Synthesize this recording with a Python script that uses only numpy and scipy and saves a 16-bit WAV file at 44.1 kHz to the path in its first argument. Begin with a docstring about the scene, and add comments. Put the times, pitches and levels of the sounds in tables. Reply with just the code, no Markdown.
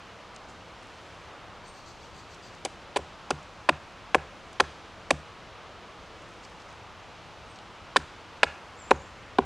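"""A hatchet chops a stick held on a tree stump in a wood, a few metres from the microphone.
Each blow is a few jolts of ringing wood, cracking noise and a steel tinge as the blade bites, splits
fibres and drives the stick onto the stump. A low ring of ground modes thuds just after, splinters patter
and the trees echo. Dry leaves tick in bursts of noise, birds call in hoarse bands and wavering sines,
a far engine drones as narrow noise and distant traffic roars steadily as shaped noise."""
import sys
import numpy as np
from scipy import signal
from scipy.fft import rfft, irfft, next_fast_len
from scipy.io import wavfile
from scipy.ndimage import uniform_filter1d

SR = 44100
rng = np.random.default_rng(int(sys.argv[2]) if len(sys.argv) > 2 else 0)


def generate_wav(signal):
    """Clip the signal to [-1, 1] and save it as 16-bit WAV at the path in sys.argv[1]."""
    frames = np.transpose(np.atleast_2d(signal))
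    scaled = np.clip(frames, -1, 1) * 32767
    pcm = np.round(scaled).astype(np.int16)
    wavfile.write(sys.argv[1], SR, pcm)


N = 416744  # length in samples

# Blows of the hatchet; echo_db tells how squarely the cut faces the trees
# [start_s, thud_peak_db, splinter_db, echo_db, upper_thud_modes_db]
CHOP_BLOWS = [(2.648, -48, -63, 4, -1), (2.9598, -39, -60, 0, -8), (3.3019, -32.5, -60, 0.5, 0),
              (3.689, -33.5, -63, 0.5, -3), (4.144, -32.5, -61, 2, -4.5), (4.597, -34.5, -56, 1.5, -7),
              (5.102, -28.5, -56, -1.5, -1), (7.961, -34.5, -54.5, -1, -4), (8.4306, -38.5, -56, 5, -11),
              (8.904, -30, -60, -0.5, -2.5), (9.385, -32.5, -66, 3.5, -6)]


def undb(db):
    """Turn dB into gain."""
    return 10 ** (np.asarray(db) / 20)


def unit(x):
    """Scale to rms 1."""
    return x / np.sqrt(np.mean(x ** 2))


def band(x, lo_hz, hi_hz, order=2):
    """Band-pass, with the upper edge kept below the limit of the sample rate."""
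    edges_hz = [lo_hz, min(hi_hz, 0.45 * SR)]
    return signal.sosfilt(signal.butter(order, edges_hz, "bandpass", fs=SR, output="sos"), x)


def low(x, edge_hz):
    """Low-pass."""
    return signal.sosfilt(signal.butter(2, edge_hz, fs=SR, output="sos"), x)


def add(out, start_s, x):
    """Mix x in from start_s, cut at the end of the scene."""
    i = int(start_s * SR)
    out[i:i + len(x)] += x[:N - i]


def decay(t, t60_s):
    """Exponential fade that falls 60 dB in t60_s."""
    return np.exp(-np.log(1000) * t / t60_s)


def walk(rate_hz):
    """Slow random levels: steps held for 1 / rate_hz, then slewed twice."""
    hold = int(SR / rate_hz)
    steps = np.repeat(rng.standard_normal(N // hold + 1), hold)
    return 1.05 * uniform_filter1d(uniform_filter1d(steps, hold), hold)[:N]


def near(x):
    """Small wood radiates little bass, and the microphone rolls off steeply on top."""
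    x = signal.sosfilt(signal.butter(3, 237, "highpass", fs=SR, output="sos"), x)
    return signal.sosfilt(signal.butter(5, 9280, fs=SR, output="sos"), x)


def ring(force, modes, extra_db=0, scatter_db=1.0, detune=0.044):
    """A force rings a set of modes, a little differently each time; neighbours swing in opposite sense."""
    hz, db, t60_s = np.transpose(modes)[:, :, None]
    pitch_luck, level_luck = rng.standard_normal((2, len(modes), 1))
    t = np.arange(len(force)) / SR
    tones = np.sin(2 * np.pi * hz * (1 + detune * pitch_luck) * t) * decay(t, t60_s)
    sense = (-1) ** np.arange(len(modes))[:, None]
    gain = sense * undb(db + extra_db + scatter_db * level_luck)
    return signal.fftconvolve(force, np.sum(gain * tones, 0))[:len(force)]


def struck(force, modes, favoured_hz, favour_db):
    """Modes near the favoured pitch ring loudest; one an octave away changes by favour_db."""
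    octaves_off = np.log2(np.array(modes)[:, :1] / favoured_hz)
    return ring(force, modes, favour_db * octaves_off ** 2, 1.0, detune=0.012)


def hatchet():
    """Each jolt is a quick push, then fibres tear while the blade stays in contact and the wood rings."""
    # Modes of the stick, the stump, the bright wooden knock and the hatchet head's steel
    # [pitch_hz, level_db, t60_s]
    stick_modes = [(618, 5.2, 0.015), (770, 7.9, 0.017), (861, 9.6, 0.014), (930, 2.74, 0.029),
                   (1063, 3.2, 0.019), (1274, 1, 0.01), (1440, 6.2, 0.015), (1750, 4, 0.017)]
    stump_modes = [(205, -14, 0.089), (281.4, -3, 0.26), (350, 0.5, 0.023), (413.6, -2, 0.065),
                   (468, 1.5, 0.034), (505, 9.5, 0.014), (586, -4, 0.035)]
    knock_modes = [(1710, 5.5, 0.0098), (2170, 6, 0.0067), (2460, 8.5, 0.0052), (2720, 4, 0.0065),
                   (3140, 1.5, 0.0034), (3600, -0.5, 0.012), (3880, 2.5, 0.0041), (4840, 5.5, 0.011),
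                   (4930, 5.5, 0.0059), (6140, -2, 0.0052)]
    steel_modes = [(3220, 42, 0.015), (4600, -19, 0.078), (5840, -2, 0.074), (7360, -9, 0.032),
                   (8570, -40, 0.064)]
    # Jolts, two to four to a blow (bite, split, seat), and last a lone bounce of the stick.
    # Stump, knock and crack levels are relative to the stick; pitches are those the place struck favours;
    # grip is how soon hand and stump choke the stick once the blade stops
    # [start_s, contact_ms, stick_db, stick_hz, stump_db, knock_db, crack_db, stump_hz, knock_hz, grip_ms]
    jolts = [(2.6499, 1.6, -43, 770, 1, 9, 10, 416, 5500, 5),
             (2.6503, 4.4, -31.5, 766, 4, -4, 2, 540, 3650, 5),
             (2.6567, 3.8, -30, 730, -6, -4, -20, 340, 2670, 5),
             (2.9598, 1.7, -31, 750, -2, 1, -12, 440, 3060, 4.3),
             (2.962, 6.8, -23, 760, 0.5, -5.5, -16, 586, 2800, 5.7),
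             (2.969, 4.2, -26.5, 1040, 3, -4, -6, 442, 2470, 5),
             (3.3054, 2.8, -22, 830, -2.5, -8, -8.5, 570, 4670, 4.2),
             (3.309, 4.2, -24, 1410, 2, -4, -25, 396, 2400, 5.6),
             (3.689, 2.45, -11, 828, -8.5, -6.5, -26, 540, 1800, 6),
             (3.6921, 1.6, -16, 890, -21, 1, -12.5, 520, 3000, 5.2),
             (3.6948, 1.5, -16.5, 1200, -5, -0.5, -32, 340, 1900, 3.4),
             (4.1458, 1.9, -10.5, 860, -6, 0, -22, 524, 2040, 2),
             (4.1488, 4.6, -22, 1070, -19, 0, -13, 430, 2160, 4),
             (4.1524, 2.3, -18.5, 1010, 8.5, -24, -30, 505, 2200, 3.5),
             (4.599, 3.4, -17.5, 792, -8, -5.5, -20, 483, 2360, 4.8),
             (4.6016, 2.8, -14.5, 1140, -24, -1.5, -23, 393, 2700, 2.6),
             (4.6047, 2.3, -11.5, 1440, -20, -10.5, -16, 480, 4370, 4.5),
             (4.6074, 3, -25, 830, 8.5, -10, -22, 503, 3000, 3.2),
             (5.1055, 2, -18.5, 774, -2, -1.5, -9, 490, 2500, 2.5),
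             (5.1071, 2.3, -22, 796, -5, 4, -3.5, 580, 2600, 4.2),
             (5.1089, 1.8, -14, 760, -5.5, -9, -13, 323, 2600, 3),
             (5.113, 3.2, -27, 620, 1, -18, -20, 390, 2500, 5),
             (7.9605, 3.5, -12.5, 1090, -6.5, -10, -27, 513, 2980, 3.9),
             (7.9661, 3.3, -13.5, 1770, -35, -3.5, -12, 470, 3230, 5),
             (7.97, 3.3, -23, 1700, -0.5, -10, -17, 370, 1750, 4.4),
             (8.4313, 2.6, -14.5, 815, -10, 6, -40, 520, 1940, 2.7),
             (8.4334, 4, -16, 1460, -24, -5, -14.5, 474, 2550, 6.6),
             (8.4386, 3.6, -33, 850, 2, 3.5, -17, 350, 3600, 4.3),
             (8.9089, 5, -24.5, 1760, 2, 2.5, -8, 483, 2760, 5),
             (8.9128, 3.7, -10, 1050, 2, -9, -46, 480, 2020, 7.8),
             (9.3849, 1.8, -22, 846, -2, -4.5, -20.5, 312, 2680, 5),
             (9.3862, 1.9, -13.5, 1020, -3.5, -17, -47, 444, 2800, 15),
             (9.389, 1.37, -20, 880, 14.5, -17, -46, 430, 2420, 5.3),
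             (2.991, 4.6, -42, 750, 9, -11, -27, 436, 2500, 5)]
    push_s, tear_share, steel_db = 0.000077, 0.03, -9.5
    stump_damp_s = 0.0029  # the stump's face is damped by the stick pressed onto it
    ceiling = 0.95

    out, t = np.zeros(N), np.arange(int(0.12 * SR)) / SR
    push = np.sin(np.pi * np.clip(t / push_s, 0, 1))
    for (start_s, contact_ms, stick_db, stick_hz, stump_db, knock_db, crack_db,
         stump_hz, knock_hz, grip_ms) in jolts:
        contact_s = contact_ms / 1000
        contact = np.exp(-(t / contact_s) ** 1.23) + 0.17 * np.exp(-t / 0.0068)
        tear = contact * rng.standard_normal(len(t)) * undb(0.33 * rng.standard_normal(len(t)))
        force = tear_share * tear + push
        tick = 0.17 * tear + (t == 0)

        crack = unit(band(tick + 1.4 * tear, 4900, 10300, order=3))
        crack = crack + undb(steel_db) * unit(ring(tick, steel_modes))

        after_s = np.maximum(t - contact_s, 0)
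        choke = np.exp(-after_s / (grip_ms / 1000))
        damp = np.exp(-after_s / stump_damp_s)
        stick = choke * struck(force, stick_modes, stick_hz, -45)
        stump = damp * struck(force, stump_modes, stump_hz, -25)
        knock = choke * struck(tick, knock_modes, knock_hz, -22)

        for part, rel_db in ((stick, 0), (stump, stump_db), (knock, knock_db), (crack, crack_db)):
            contact_rms = np.sqrt(np.mean(part[:int(contact_s * SR)] ** 2))
            add(out, start_s, undb(stick_db + rel_db) * part / contact_rms)
    return near(ceiling * np.tanh(out / ceiling))  # the loudest peaks are softly rounded


def thuds():
    """The stump shakes the soil, whose slow waves swell in late and linger; splinters patter down."""
    # Modes of the ground [pitch_hz, level_db, t60_s]
    ground_modes = [(73.2, -2, 0.38), (146.4, 2, 0.25), (183, -7, 0.15), (250, 2, 0.088), (319, 2, 0.075)]
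    rise_s, lag_s, hold_s = 0.0092, 0.02, 0.12

    out, t = np.zeros(N), np.arange(int(0.4 * SR)) / SR
    impulse = 1. * (t == 0)
    is_upper = np.arange(len(ground_modes))[:, None] > 0
    envelope = (1 - np.exp(-(t / rise_s) ** 2)) * np.exp(-(t / hold_s) ** 3)
    for start_s, thud_db, splinter_db, _, upper_db in CHOP_BLOWS:
        wave = envelope * ring(impulse, ground_modes, upper_db * is_upper, 1, 0.015)
        # a few grains stand far above the rest
        grains = rng.standard_normal(len(t)) * undb(2.2 * rng.exponential(size=len(t)))
        patter = unit(band(grains, 3000, 7900, order=3)) * np.exp(-t / 0.078)
        add(out, start_s + lag_s, undb(thud_db) * wave / np.max(abs(wave)))
        add(out, start_s + 0.012, undb(splinter_db) * patter)
    return out


def surroundings(x):
    """A few smeared echoes and a thin scatter from the trunks, which stand some metres off."""
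    # Echoes from things nearby [delay_s, level_db, low_edge_hz, high_edge_hz]
    echoes = [(.013, -18.5, 250, 686), (0.021, -25, 200, 505), (0.0354, -26.5, 1350, 2050),
              (0.047, -38, 596, 1200), (0.041, -37, 1500, 4570), (0.052, -43, 1200, 2300),
              (0.077, -37, 1300, 2100)]
    wood_db, wood_t60_s, wood_lo_hz, wood_hi_hz = -26, 0.53, 310, 6600

    t = np.arange(int(0.5 * SR)) / SR
    scatter = unit(band(rng.standard_normal(len(t)), wood_lo_hz, wood_hi_hz, order=1))
    onset = np.clip((t - 0.03) / 0.0035, 0.55, 1)  # thinner for the first 32 ms
    reply = undb(wood_db) * scatter * decay(t, wood_t60_s) * onset / np.sqrt(0.06 * SR)
    for delay_s, db, lo_hz, hi_hz in echoes:
        click = 1. * (np.arange(len(t)) == int(delay_s * SR))
        reply += undb(db) * band(click, lo_hz, hi_hz)
    start_s, _, _, echo_db, _ = np.transpose(CHOP_BLOWS)
    facing = undb(np.interp(np.arange(N) / SR, start_s, echo_db))
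    return signal.fftconvolve(x * facing, reply)[:N]


def leaves():
    """Dry leaves and twigs tick in short noise bursts; the longer scuffs swell in more softly."""
    # Ticks and scuffs, levels ahead of their envelope [start_s, level_db, centre_hz, t60_s]
    leaf_ticks = [(.345, -54, 7460, .04), (0.362, -40.5, 6600, 0.016), (0.363, -46, 3600, 0.016),
                  (.871, -54, 8800, .014), (2.55, -53, 8600, .015), (.475, -50, 6800, 0.17),
                  (.824, -56, 8500, .07), (2.345, -49, 8000, 0.027), (3.429, -49, 6500, 0.023),
                  (4.53, -45, 8000, 0.014), (6.425, -49, 6200, 0.13), (6.453, -45, 2600, .015),
                  (6.45, -46, 6100, .015), (6.22, -56, 8500, .02), (6.29, -56, 8500, .012),
                  (6.335, -61, 8500, .04), (6.499, -55, 8000, .012), (6.726, -54, 7500, .015),
                  (6.595, -50, 5000, 0.087), (6.62, -47, 5500, 0.014), (6.675, -50, 5600, 0.17),
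                  (7.559, -47, 5500, .02), (7.588, -40, 4200, 0.01)]

    out, t = np.zeros(N), np.arange(int(0.1 * SR)) / SR
    for start_s, db, hz, t60_s in leaf_ticks:
        rustle = unit(band(rng.standard_normal(len(t)), hz / 1.53, hz * 1.16))
        swell = np.minimum(t / t60_s ** 2, 1)  # swell time in s is t60 squared
        add(out, start_s, undb(db) * rustle * decay(t, t60_s) * swell)
    return out


def birds():
    """Hoarse notes are narrow noisy bands that sag; whistles are wavering sines; the trees smear both."""
    # Hoarse chattered notes [start_s, level_db, pitch_hz, length_s]
    chatter_notes = [(1.64, -63, 4620, 0.065), (1.729, -63, 4600, .09), (1.85, -61, 4580, 0.077),
                     (1.995, -64, 4620, .09), (2.133, -62.5, 4720, 0.091), (2.288, -63, 4570, 0.072),
                     (2.419, -60.5, 4770, 0.074), (2.52, -69, 4600, 0.046)]
    # Partials of each hoarse note [pitch_multiple, level_db, hoarseness_hz]
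    chatter_partials = [(1.001, 5, 230), (.87, -3, 200), (1.349, 2, 500), (1.62, -2, 600), (2.9, -19, 900)]
    # Thin whistles, each a list of breakpoints [time_s, pitch_hz, level_db]
    whistle_glides = [
        [(1.66, 8000, -71), (1.69, 8630, -64), (1.755, 8550, -82)],
        [(7.475, 8350, -72), (7.57, 8000, -78)],
        [(8.755, 6360, -72), (8.785, 7600, -66), (8.81, 7500, -57), (8.83, 7160, -65), (8.85, 7500, -62),
         (8.86, 7140, -58), (8.885, 7860, -65), (8.925, 6860, -71), (8.975, 6450, -64)],
        [(8.99, 6600, -72), (9.005, 6950, -64), (9.025, 7440, -67), (9.09, 7530, -76)],
    ]

    out = np.zeros(N)
    for start_s, db, hz, length_s in chatter_notes:
        t = np.arange(int(length_s * SR)) / SR
        sag = 1 - 0.056 * t / length_s
        envelope = np.sin(np.pi * t / length_s) ** 0.6
        for multiple, part_db, hoarse_hz in chatter_partials:
            rasp = unit(low(rng.standard_normal(len(t)), hoarse_hz))
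            phase = 2 * np.pi * np.cumsum(multiple * hz * sag) / SR
            gain = undb(db + part_db + rng.standard_normal())
            add(out, start_s, gain * rasp * np.sin(phase) * envelope)

    for points in whistle_glides:
        time_s, hz, db = np.transpose(points)
        t = np.arange(time_s[0], time_s[-1], 1 / SR)
        pitch_waver, level_waver = unit(low(rng.standard_normal((2, len(t))), 150))
        phase = 2 * np.pi * np.cumsum(np.interp(t, time_s, hz) * (1 + 0.0032 * pitch_waver)) / SR
        fade = np.clip(np.minimum(t - time_s[0], time_s[-1] - t) / 0.0088, 0, 1)
        level = undb(np.interp(t, time_s, db) + 4.7 * level_waver)
        add(out, time_s[0], np.sqrt(2) * fade * level * np.sin(phase))

    t = np.arange(int(0.3 * SR)) / SR
    tail = rng.standard_normal(len(t)) * np.exp(-t / 0.08)
    smear = signal.fftconvolve(out, tail / np.sqrt(np.sum(tail ** 2)))[:N]
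    return out + undb(-4) * smear


def drone():
    """A far engine is a narrow low rumble of noise that swells and fades."""
    # Swells of the engine [time_s, level_db]
    engine_swells = [(0, -72), (1.5, -59), (2.1, -57.5), (2.7, -59), (3.4, -70), (4.5, -62), (5.2, -60.5),
                     (6, -62), (7, -59), (8.5, -67), (9.45, -59)]
    centre_hz, width_hz = 94, 50

    time_s, db = np.transpose(engine_swells)
    hum = band(rng.standard_normal(N), centre_hz - width_hz / 2, centre_hz + width_hz / 2)
    return unit(hum) * undb(np.interp(np.arange(N) / SR, time_s, db))


def coloured(spectrum, flicker_db):
    """Noise with the given spectrum, at rms 1; each octave flickers a little on its own."""
    n = next_fast_len(N)
    hz = np.maximum(np.fft.rfftfreq(n, 1 / SR), 1)
    point_hz, point_db = np.transpose(spectrum)
    shape = undb(np.interp(np.log(hz), np.log(point_hz), point_db))
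    bins = rfft(rng.standard_normal(n)) * shape
    octave = np.log2(hz / 30)
    out = np.zeros(N)
    for k in range(-1, 11):
        share = np.clip(1 - abs(octave - k), 0, 1)  # neighbouring octaves crossfade
        out += irfft(bins * share, n)[:N] * undb(flicker_db * walk(3.29))
    return unit(out)


def traffic():
    """Distant traffic is steady shaped noise whose level drifts very slightly."""
    # Spectrum of the roar, relative levels per Hz [frequency_hz, level_db]
    roar_spectrum = [(15, -46), (25, -6.5), (66, -3.5), (113, -3.5), (135, -11), (166, -3.5), (257, -9.5),
                     (341, -6), (407, -9), (440, -6), (1260, -6.5), (1750, -12.5), (2930, -14), (6470, -26),
                     (11400, -44.5), (13500, -56), (15000, -72), (22000, -120)]
    return undb(-47 + 0.038 * walk(0.85)) * coloured(roar_spectrum, 1.0)


def wide_roar():
    """Shaped noise for the side channel spreads the roar between left and right."""
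    # Spectrum of the wide roar, relative levels per Hz [frequency_hz, level_db]
    wide_spectrum = [(15, -52), (25, -4), (108, -9.5), (171, -14), (451, -20.5), (856, -26.5), (998, -34),
                     (3590, -25), (11400, -38.5), (14800, -69), (22000, -120)]
    return undb(-66) * coloured(wide_spectrum, 0.42)


def scene():
    """The chopping is dead centre; birds, engine and the deepest roar lean to one side."""
    chop, song, engine, roar = hatchet(), birds(), drone(), traffic()
    mid = chop + thuds() + surroundings(chop) + near(leaves()) + song + engine + roar
    # in phase with the mid leans left, out of phase leans right
    side = undb(-11) * song + undb(-6) * engine + undb(-24) * low(roar, 120)
    side += wide_roar()
    return np.array([mid + side, mid - side])


def record(dry):
    """The recorder adds a faint high hiss, unrelated left and right, and cuts the top."""
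    hiss_db, hiss_hz, top_hz = -93, 11500, 15700
    hiss = undb(hiss_db) * unit(band(rng.standard_normal(dry.shape), hiss_hz, 2.3 * hiss_hz))
    return signal.sosfilt(signal.ellip(8, 0.2, 70, top_hz, fs=SR, output="sos"), dry + hiss)


dry = scene()
out = record(dry)
generate_wav(out)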